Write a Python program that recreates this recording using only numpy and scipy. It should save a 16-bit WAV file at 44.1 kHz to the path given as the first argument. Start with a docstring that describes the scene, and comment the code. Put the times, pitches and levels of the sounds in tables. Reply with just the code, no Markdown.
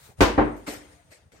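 """A garage with a matted floor, on a stereo pair with the left microphone nearer the concrete wall.
A heavy rubber ball is thrown against the wall, drops on the floor and is caught. Each blow rings the
shell and fills the hard room: loud for a few hundredths of a second, then dropping to a quieter ring.
Hands rub the rubber and shoes scuff over a faint rustle, microphone hiss and a low building rumble."""
import sys
import numpy as np
from scipy import signal
from scipy.fft import rfft, irfft, next_fast_len
from scipy.io import wavfile
from scipy.ndimage import uniform_filter1d

SR = 44100
rng = np.random.default_rng(int(sys.argv[2]) if len(sys.argv) > 2 else 0)


def generate_wav(signal):
    """Clip the signal to [-1, 1] and save it as 16-bit WAV at the path in sys.argv[1]."""
    frames = np.transpose(np.atleast_2d(signal))
    scaled = np.clip(frames, -1, 1) * 32767
    pcm = np.round(scaled).astype(np.int16)
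    wavfile.write(sys.argv[1], SR, pcm)


N = 61739


def ball():
    """Each blow flexes the rubber, rings the shell and sets off the room's reverberation and boom."""
    # Blows on wall, floor and palms: (time [s], rise [s])
    blow_times = [(.2063, .0007), (.3775, .0025), (.678, .002)]
    # The same blows: (room [dB], loud hold [s], rubber [dB], shell at first [dB], shell after [dB],
    # boom at first [dB], boom after [dB])
    blows = [(-14, 0.026, -16.5, -18, -27, -14, -18), (-16.5, 0.048, -26, -21.5, -23.5, -21.5, -22.5),
             (-37.5, 0.0099, -37, -36.5, -41, -62, -41)]
    # What each blow sends into the room: (frequency [Hz], relative level [dB])
    wall = [(94, -35), (160, -13.5), (331, -5.5), (814, -9.5), (985, -6.5), (1260, -15), (1560, -15),
            (1650, -16), (2330, -18.5), (6310, -28.5), (15500, -45)]
    floor = [(65, -42.5), (110, -8), (156, -16.5), (287, -5.5), (547, -9.5), (622, -13), (790, -11),
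             (1100, -15), (2140, -26), (9000, -70.5), (11700, -96), (19800, -120)]
    palms = [(110, -36), (190, -6), (320, 0), (600, -2), (860, -4), (1000, -14), (1600, -20), (2600, -43),
             (4400, -120)]
    # Flexing rubber: (frequency [Hz], relative level [dB])
    rubber = [(100, -35), (170, -19), (356, 2.5), (798, -8.5), (973, -6.5), (1960, -14.5), (3500, -37),
              (4000, -34.5), (5200, -50), (8800, -120)]
    # Modes of the shell and low modes of the garage: (frequency [Hz], relative level [dB], t60 [s])
    shell_modes = [(215, -8, .45), (284, -6, .45), (298, 0, .7), (350, -5, .22), (400, -5, .18),
                   (470, -7, .2), (550, -3, .12), (790, -9, .1), (965, -9, .12), (1240, -12, .12)]
    room_modes = [(51.45, -1, 0.56), (62.8, 2, 0.17), (81.5, 1, 0.18), (117.4, -6.5, 0.2)]
    touch_s = .56  # fingertips brush the rising ball and still its ring
    out = np.zeros((2, N))
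    for (start, rise), blow, spectrum in zip(blow_times, blows, (wall, floor, palms)):
        room_db, hold_s, rubber_db, first_db, after_db, thump_db, boom_db = blow
        age = np.clip(np.arange(N) / SR - start, 0, None)
        loud = gate(start, rise, hold_s, release=.004)
        ring = gate(start, rise, touch_s - start, release=.01) if start < touch_s else 1
        thump = gate(start, rise, hold_s, release=.0084)
        out += amp(room_db) * room_burst(spectrum, start, rise, hold=.015, patchy_db=.5)
        out += amp(rubber_db) * loud * noise(rubber, patchy_db=-.1)
        out += (amp(first_db) * loud + amp(after_db) * ring) * ringing(shell_modes, age, attack=.00053)
        out += (amp(thump_db) * thump + amp(boom_db)) * ringing(room_modes, age, attack=.008)
    return out


def rubs():
    """Skin and soles slide on rubber, and the room carries each rub on."""
    # Rubs: (time [s], level [dB], rise [s], hold [s], tilt [dB/octave])
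    slides = [(0.565, -60.5, 0.00053, 0.0014, 8), (0.663, -35.5, 0.0092, .012, -0.5),
              (0.669, -41, 0.014, 0.057, 1.8), (1.1, -51, 0.02, 0.01094, 0.8),
              (1.317, -55, 0.0032, 0.062, -1.64)]
    # Friction noise: (frequency [Hz], relative level [dB])
    friction = [(180, -14), (300, -10.5), (519, -8), (1010, -18), (1090, -15), (2090, -13), (2680, -18.5),
                (8410, -21), (10600, -27.5), (13600, -31), (15800, -53)]
    out = np.zeros((2, N))
    for start, level_db, rise, hold, tilt in slides:
        tilted = [(hz, db + tilt * np.log2(hz / 2000)) for hz, db in friction]
        out += amp(level_db) * room_burst(tilted, start, rise, hold, patchy_db=3.5)
    return out


def scuff():
    """A shoe gives a soft, low scuff during the throw."""
    # Sliding sole: (frequency [Hz], relative level [dB])
    sole = [(200, -29.5), (300, -5.5), (450, 0), (700, -7.5), (1000, -11), (1500, -41)]
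    return amp(-60) * room_burst(sole, start=.055, rise=.025, hold=.006, patchy_db=1.2)


def swish():
    """The swing of the throw makes a brief hiss."""
    # Swell of the swing: (time [s], level [dB])
    swing = [(0, -58.5), (.03, -55), (.065, -51.5), (.09, -58.5), (.125, -63.5), (.17, -79), (.2, -100),
             (1.4, -100)]
    # Its hiss: (frequency [Hz], relative level [dB])
    hiss = [(530, -35), (900, 0), (2010, -0.5), (2980, -7.5), (3980, -1.5), (5570, -7), (8270, -2),
            (14000, -10), (15800, -9.5)]
    return amp(curve(swing)) * noise(hiss, patchy_db=.9)


def rustle_and_hiss():
    """A faint rustle together with the microphones' high hiss."""
    # Swells of both: (time [s], level [dB])
    swells = [(0, -61.5), (.1, -61), (.16, -75), (.19, -53.5), (.36, -58.5), (.55, -61.5), (.65, -60),
              (.85, -59), (.93, -57.5), (1.02, -66), (1.1, -66.5), (1.2, -72), (1.28, -72.5), (1.4, -75)]
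    # Rustle, with microphone hiss on top: (frequency [Hz], relative level [dB])
    spectrum = [(470, -35), (800, -2.5), (2000, -3.5), (3800, -10), (5500, -13), (6800, -7.5),
                (7700, -21.5), (8300, -4.5), (10000, -10.5), (10800, -23), (13500, -22.5), (15800, -30)]
    return amp(curve(swells)) * noise(spectrum, patchy_db=2.2)


def faint_tone():
    """A short, faint tone after the catch: a narrow band of noise."""
    pitch_hz, width_hz = 700, 70
    band = [(pitch_hz - width_hz, -60), (pitch_hz, 0), (pitch_hz + width_hz, -60)]
    return amp(-66) * gate(start=.925, rise=.012, hold=.075, release=.012) * noise(band, patchy_db=0)


def rumble():
    """The building rumbles, loudest around the blow on the wall."""
    # Swells of the rumble: (time [s], level [dB])
    swells = [(0, -57), (.1, -50.5), (.17, -68), (.19, -33.5), (.6, -52.5), (.72, -54.5), (.85, -61),
              (.93, -53), (1.02, -60), (1.1, -59), (1.22, -58.5), (1.3, -65), (1.4, -60)]
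    # Building noise: (frequency [Hz], relative level [dB])
    building = [(15, -47.5), (25, -20), (70, 2.5), (140, -5), (310, -18.5), (345, -21), (465, -12.5),
                (697, -17), (900, -22.5), (1170, -45.5), (1980, -120)]
    return amp(curve(swells)) * noise(building, patchy_db=-3.65)


def ringing(modes, age, attack):
    """Damped modes, their levels a little different at each blow."""
    scatter_db = 1.5
    partials = (amp(db + rng.normal(0, scatter_db) - 60 * age / t60) * np.sin(2 * np.pi * hz * age)
                for hz, db, t60 in modes)
    return (1 - np.exp(-age / attack)) ** 2 * sum(partials)


def room_burst(spectrum, start, rise, hold, patchy_db):
    """A noise burst that dies away in the garage, each frequency at its own speed."""
    # Reverberation of the garage: (frequency [Hz], t60 [s])
    reverb_times = [(120, 0.47), (300, 0.45), (800, 0.39), (2000, 0.39), (5000, 0.31), (9000, 0.27),
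                    (11000, .25), (15000, .2)]
    hz, t, bands = signal.stft(noise(spectrum, patchy_db), SR, nperseg=256)
    tail_s = np.clip(t - start - rise - hold, 0, None)
    decay = amp(-60 * tail_s / along(reverb_times, hz)[:, None])
    onset = gate(start, rise, hold=2, release=1)
    return signal.istft(bands * decay, SR, nperseg=256)[1][:, :N] * onset


def noise(spectrum, patchy_db):
    """Coloured stereo noise of rms 1, with patches of random gain in time and frequency."""
    # Likeness at the two microphones: (frequency [Hz], correlation [-1 to 1])
    likeness = [(40, .9), (90, 0.86), (200, 0.33), (400, 0.5), (800, 0.12), (2000, 0.0078), (5000, 0.038),
                (9000, 0.052), (11000, -0.84), (12500, 1)]

    def mid_side_gains(hz):
        angle = np.arccos(np.clip(along(likeness, hz), -1, 1)) / 2
        return amp(along(spectrum, hz)) * [np.cos(angle), np.sin(angle)]

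    bands = signal.stft(rng.standard_normal((2, N)), nperseg=512)[2]
    patches = uniform_filter1d(rng.standard_normal(bands.shape[1:]), size=5, axis=0)
    patches = uniform_filter1d(patches, size=5, axis=1)
    pair = signal.istft(bands * amp(patchy_db * unit(patches)), nperseg=512)[1][:, :N]
    mid, side = filtered(pair, mid_side_gains)
    return unit(np.array([mid + side, mid - side]))


def gate(start, rise, hold, release):
    """Envelope: linear rise, hold, exponential release, all in seconds."""
    age = np.arange(N) / SR - start
    return np.clip(age / rise, 0, 1) * np.exp(-np.clip(age - rise - hold, 0, None) / release)


def filtered(x, response):
    """Filter x by a gain that is a function of frequency."""
    size = next_fast_len(N + SR // 2)
    return irfft(rfft(x, size) * response(np.fft.rfftfreq(size, 1 / SR)), size)[..., :N]


def along(points, hz):
    """Interpolate (frequency [Hz], value) points on a log axis."""
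    freqs, values = np.transpose(points)
    return np.interp(np.log(hz + 1), np.log(freqs + 1), values)


def curve(points):
    """Interpolate (time [s], value) points at every sample."""
    return np.interp(np.arange(N) / SR, *np.transpose(points))


def amp(db):
    """Decibels to gain."""
    return 10 ** (np.asarray(db) / 20)


def unit(x):
    """Scale to rms 1."""
    return x / np.sqrt(np.mean(x ** 2) + 1e-20)


def scene():
    """Ball, thrower and background, in stereo."""
    return ball() + rubs() + scuff() + faint_tone() + rustle_and_hiss() + rumble() + swish()


def record(dry):
    """The microphone pair: deep bass is cut, peaks round off and the top treble is removed."""
    # The left microphone is nearer the wall: (frequency [Hz], left over right [dB])
    balance = [(40, 1), (700, 1.5), (1500, 3), (5000, 4.5), (10000, 2.5), (13000, 0)]
    bass_cut_hz, top_hz = 40, 15800
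    ceiling, knee = .95, 5
    lean_left = lambda hz: amp(np.outer([.5, -.5], along(balance, hz)))
    bass_cut = lambda hz: (1j * hz / (bass_cut_hz + 1j * hz)) ** 2
    picked_up = filtered(dry, lambda hz: lean_left(hz) * bass_cut(hz))
    rounded = picked_up / (1 + np.abs(picked_up / ceiling) ** knee) ** (1 / knee)
    return filtered(rounded, lambda hz: hz < top_hz)


dry = scene()
out = record(dry)
generate_wav(out)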